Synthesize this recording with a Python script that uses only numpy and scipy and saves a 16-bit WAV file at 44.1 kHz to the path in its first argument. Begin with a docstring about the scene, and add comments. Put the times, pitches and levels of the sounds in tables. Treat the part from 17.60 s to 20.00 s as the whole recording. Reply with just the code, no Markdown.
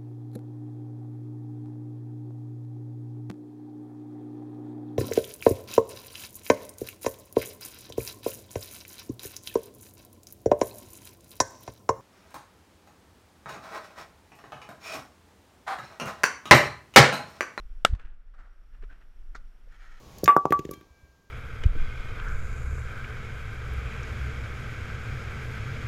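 """One shotgun shot over a lake, at arm's length from a camera the shooter wears in a plastic housing.
The blast rings the housing and overloads the microphone; the recoil jolts it and the far shore answers.
Close in, clothes rustle and a light wind buffets the microphone. Out on the lake the bird smacks
into the water and the spray falls back."""
import sys
import numpy as np
from scipy import signal
from scipy.fft import rfft, irfft, next_fast_len
from scipy.io import wavfile
from scipy.ndimage import minimum_filter1d, map_coordinates

SR = 44100
rng = np.random.default_rng(int(sys.argv[2]) if len(sys.argv) > 2 else 0)


def master_out(mix):
    """Clip the mix to full scale and print it as 16-bit PCM to the path in sys.argv[1]."""
    frames = np.transpose(np.atleast_2d(mix))
    ceiling = np.clip(frames, -1, 1)
    pcm = np.round(ceiling * 32767).astype(np.int16)
    wavfile.write(sys.argv[1], SR, pcm)


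N = 105840
SHOT_S = .24949


def amp(db):
    """Decibels to gain."""
    return 10 ** (np.asarray(db) / 20)


def unit(x):
    """Scaled to rms 1."""
    return x / np.sqrt(np.mean(x ** 2) + 1e-20)


def clock():
    """Seconds at each sample."""
    return np.arange(N) / SR


def curve(rows):
    """Gain at each sample from (time_s, level_db) points."""
    return amp(np.interp(clock(), *np.transpose(rows)))


def gain_at(spectrum, hz):
    """Gain at hz from (freq_hz, level_db) points on a log axis."""
    freq_hz, level_db = np.transpose(spectrum)
    return amp(np.interp(np.log(hz + 1), np.log(freq_hz + 1), level_db))


def filtered(x, response):
    """x filtered by a gain that depends on frequency."""
    size = next_fast_len(N + SR // 2)
    return irfft(rfft(x, size) * response(np.fft.rfftfreq(size, 1 / SR)), size)[:N]


def coloured(x, spectrum):
    """x shaped by a spectrum, at rms 1."""
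    return unit(filtered(x, lambda hz: gain_at(spectrum, hz)))


def noise(spectrum):
    """Fresh coloured noise at rms 1."""
    return coloured(rng.standard_normal(N), spectrum)


def wobble(rate):
    """A smooth random curve, rate knots a second."""
    return map_coordinates(rng.standard_normal(int(N * rate / SR) + 4), [clock() * rate])


def swell(start_s, rise_s, t60_s):
    """A straight rise, then an exponential decay."""
    t = clock() - start_s
    return np.clip(t / rise_s, 0, 1) * amp(-60 * np.maximum(t - rise_s, 0) / t60_s)


def swells(rows):
    """The joint envelope of (start_s, rise_s, t60_s, level_db) rows."""
    return sum(amp(db) * swell(start, rise, t60) for start, rise, t60, db in rows)


def ring(start_s, hz, rise_s, t60_s):
    """One damped resonance."""
    return swell(start_s, rise_s, t60_s) * np.sin(2 * np.pi * hz * (clock() - start_s))


def whine(flutter_hz=38):
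    """A thin, high band of noise flutters under everything."""
    # narrow treble band: freq_hz, level_db
    band = [(5100, -60.5), (5450, -7), (5620, 1), (5780, -8), (6100, -59)]
    flutter = np.sin(np.pi * flutter_hz * clock()) ** 2
    return amp(-86) * unit(noise(band) * flutter)


def wind():
    """Light buffeting on the microphone over a soft hiss of air and ripples."""
    # gusts: time_s, level_db
    gusts = [(0, -36.5), (.15, -36.5), (.25, -44.5), (.38, -31.5), (.5, -29), (.68, -36.5), (.87, -38.5),
             (1.05, -45), (1.22, -32), (1.42, -44.5), (1.8, -39.5), (2, -43.5), (2.4, -45.5)]
    # spectra of the buffeting and the open air: freq_hz, level_db
    rumble = [(8, -21), (14, 1), (28, 0), (46, -11.5), (65, -26), (92, -32.5), (140, -42.5), (220, -55.5),
              (440, -90)]
    air = [(76, -20), (130, -4.5), (252, -7), (497, -13), (726, -13.5), (1040, -16), (1450, -10.5),
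           (1750, -16), (3400, -21.5), (3900, -28), (5400, -26), (6200, -31.5), (8850, -32), (14000, -27.5),
           (15500, -31.5)]
    return curve(gusts) * noise(rumble) + amp(-67.5 + .39 * wobble(4)) * noise(air)


def squeak(start_s=1.288, pitch_hz=1480, glide_hz_per_s=4000):
    """One faint, short, rising squeak."""
    hz = pitch_hz + glide_hz_per_s * np.clip(clock() - start_s, 0, .05) + 45 * wobble(400)
    tone = np.sin(2 * np.pi * np.cumsum(hz) / SR)
    return amp(-49.5) * swell(start_s, rise_s=.018, t60_s=.08) * tone


def shooter():
    """Grainy brushes of clothing by the microphone, and dull bumps as the shooter turns."""
    # rubbing cloth: freq_hz, level_db
    cloth = [(150, 2), (500, -7.5), (1000, -7.5), (1550, 2.5), (2100, -7), (2800, -9.5), (4000, -21.5),
             (7000, -31), (15000, -41)]
    # brushes: start_s, rise_s, t60_s, level_db
    rustles = [(.385, 0.013, 0.41, -40.5), (.445, .01, 0.236, -51.5), (1.11, 0.031, 0.29, -61),
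               (1.215, 0.022, 0.067, -53), (1.29, 0.02, 0.34, -54.5), (1.40, .015, 0.14, -63.5)]
    # bumps: start_s, pitch_hz, level_db
    bumps = [(1.231, 409, -42.5), (2.072, 508, -57)]
    grain = unit(noise(cloth) * amp(2.4 * wobble(250)))
    thuds = sum(amp(db) * ring(start, hz, rise_s=.0045, t60_s=.031) for start, hz, db in bumps)
    return grain * swells(rustles) + thuds


def spray(drops_per_s=1100, drop_share=.45):
    """Thrown water patters back on the lake as many short drops over a wash."""
    # drops on water: freq_hz, level_db
    water = [(120, -30), (300, -16.5), (650, -15), (1050, -17), (1350, 3.5), (1600, -3.5), (1850, -2.5),
             (2300, -8.5), (2700, -14), (4800, -21), (5300, -17), (5900, -26.5), (6500, -19.5), (7600, -33),
             (15000, -35)]
    # the fall of the spray: time_s, level_db
    fall = [(2.06, -84.5), (2.12, -61), (2.18, -63), (2.23, -54.5), (2.28, -59.5), (2.33, -57), (2.4, -61)]
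    hits = (rng.random(N) < drops_per_s / SR) * rng.standard_normal(N)
    drop = rng.standard_normal(N) * swell(0, rise_s=.00064, t60_s=.016)
    patter = coloured(signal.fftconvolve(hits, drop)[:N], water)
    return curve(fall) * (np.sqrt(drop_share) * patter + np.sqrt(1 - drop_share) * noise(water))


def splash():
    """Out on the lake the bird smacks the water, which bursts up with a fizz."""
    # impacts: start_s, rise_s, t60_s, level_db
    impacts = [(1.7482, 0.00092, 0.022, -40.5), (1.7525, 0.00049, 0.038, -37.5),
               (1.7595, 0.00083, 0.025, -44), (1.765, 0.015, 0.26, -61.5)]
    # spectra of the impact and the bursting water: freq_hz, level_db
    smack = [(150, -11), (700, -8.5), (950, -14), (1350, 7), (1600, -7), (2000, -4.5), (2900, -26),
             (4400, -19), (5500, -27), (6400, -23), (8000, -33), (15000, -48)]
    fizz = [(1000, -25), (3000, 0), (4500, 2), (6500, -3), (8000, -18), (15000, -25)]
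    burst = amp(-52.5) * swell(1.7595, rise_s=.00055, t60_s=.058)
    return swells(impacts) * noise(smack) + burst * noise(fizz)


def lake_echoes():
    """Bank and reeds scatter the blast, it rolls away over the water, and the far shore sends it back."""
    # spectra of the returning blast: freq_hz, level_db
    off_bank = [(100, -10), (600, -10), (1030, -12), (1350, 1.5), (2100, -10), (2500, -17.5), (3500, -14),
                (4700, -21), (8000, -24), (15000, -32)]
    off_reeds = [(100, 3), (500, 0), (1000, -5), (1500, 2), (2500, -6), (5000, -11), (8000, -16),
                 (15000, -30)]
    over_water = [(100, 1), (300, -1), (600, -4.5), (1000, -9), (1400, 0), (2000, -9), (3200, -16.5),
                  (5000, -28), (15000, -45.5)]
    off_shore = [(100, -13), (500, -6), (1000, -6.5), (1350, 4), (1900, -5), (2600, -17.5), (5000, -25.5),
                 (8000, -33), (15000, -49.5)]
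    # far shore echoes: start_s, rise_s, t60_s, level_db
    echoes = [(.735, .006, 0.23, -52), (.775, .02, .7, -54.5)]
    bank = amp(-16.5) * swell(SHOT_S, rise_s=.0059, t60_s=.075) * noise(off_bank)
    reeds = amp(-32) * swell(SHOT_S, rise_s=.011, t60_s=.23) * noise(off_reeds)
    roll = amp(-49.5) * swell(SHOT_S, rise_s=.04, t60_s=1.58) * noise(over_water)
    shore = swells(echoes) * noise(off_shore)
    flicker = amp(1.5 * wobble(40))
    return bank + reeds + (roll + shore) * flicker


def recoil():
    """Each jolt of the camera is a low push or pull with a shallow rebound; the gun's fittings click."""
    # jolts: centre_s, half_width_s, level_db, signed_gain (+ push, - pull)
    jolts = [(.3045, 0.0083, -5.5, 0.88), (.314, .007, -18.5, -1.09), (.3295, .0045, -8, -0.89),
             (0.3368, 0.0054, 0.5, 1), (.359, .008, -14, 1), (.454, 0.012, -14.5, 0.95)]
    # clicks of the gun: start_s, t60_s, level_db
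    clicks = [(0.3352, 0.015, -31), (0.348, 0.039, -35), (0.3953, .02, -38)]
    # their spectrum: freq_hz, level_db
    fittings = [(200, -1), (1500, 5.5), (3500, -6.5), (7000, -19.5), (14000, -29)]
    pushes = 0
    for centre_s, half_width_s, db, signed_gain in jolts:
        offset = (clock() - centre_s) / half_width_s
        pushes += signed_gain * amp(db) * (1 - offset ** 2) / (1 + offset ** 2) ** 2
    rattle = sum(amp(db) * swell(start, rise_s=.0021, t60_s=t60) for start, t60, db in clicks)
    return pushes + rattle * noise(fittings)


def shot(rise_s=.00086, housing_gain_db=12):
    """At arm's length the muzzle blast cracks and rings the camera's housing."""
    # modes of the plastic housing: pitch_hz, relative_db, t60_s
    modes = [(700, -1.8, .0057), (1322, -.8, .0154), (1698, -19, .0093), (2147, -6.3, .0075),
             (2910, -6.2, .0144), (3440, -7.5, .0044), (5416, -19.4, .015), (7693, -21.2, .01)]
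    # muzzle blast: freq_hz, level_db
    blast = [(100, -2), (700, -6), (1400, -2), (3500, -1), (8000, -7), (15000, -17.5)]
    housing = sum(amp(db) * ring(SHOT_S, hz, rise_s, t60) for hz, db, t60 in modes)
    crack = amp(-14) * swell(SHOT_S, rise_s, t60_s=.024) * noise(blast)
    return crack - amp(housing_gain_db) * housing


def scene():
    """Everything that reaches the microphone, in mono."""
    gun = shot() + lake_echoes() + recoil()
    return (gun + shooter() + squeak() + splash() + spray() + wind() + whine())[None]


def gain_control(x, threshold_db=-12, max_duck_db=14, attack_s=.0015, hold_s=.25, release_s=.35):
    """The camera ducks quickly after loud sound, holds, and recovers slowly."""
    over_db = np.clip(20 * np.log10(np.abs(x) + 1e-9) - threshold_db, 0, max_duck_db)
    half_hold = int(hold_s * SR / 2)
    held_db = -minimum_filter1d(-over_db, 2 * half_hold + 1, origin=half_hold, mode="constant")
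    fade = np.exp(-clock() / release_s)
    released_db = np.maximum.accumulate(held_db / fade) * fade
    pole = np.exp(-1 / (attack_s * SR))
    duck_db = signal.lfilter([1 - pole], [1, -pole], released_db)
    return x * amp(-duck_db)


def record(dry, clip_level=.5, hardness=6, top_hz=15800):
    """The camera clips what gets past its gain control and rolls off the treble."""
    # treble roll-off: freq_hz, gain_db
    treble = [(4000, 0), (8000, -1), (11000, -4), (14000, -6.5), (15500, -13.5)]
    ducked = gain_control(dry[0])
    clipped = ducked / (1 + np.abs(ducked / clip_level) ** hardness) ** (1 / hardness)
    dulled = filtered(clipped, lambda hz: gain_at(treble, hz))
    return filtered(dulled, lambda hz: np.clip((top_hz - hz) / 1000 + .5, 0, 1))[None]


dry = scene()
out = record(dry)
master_out(out)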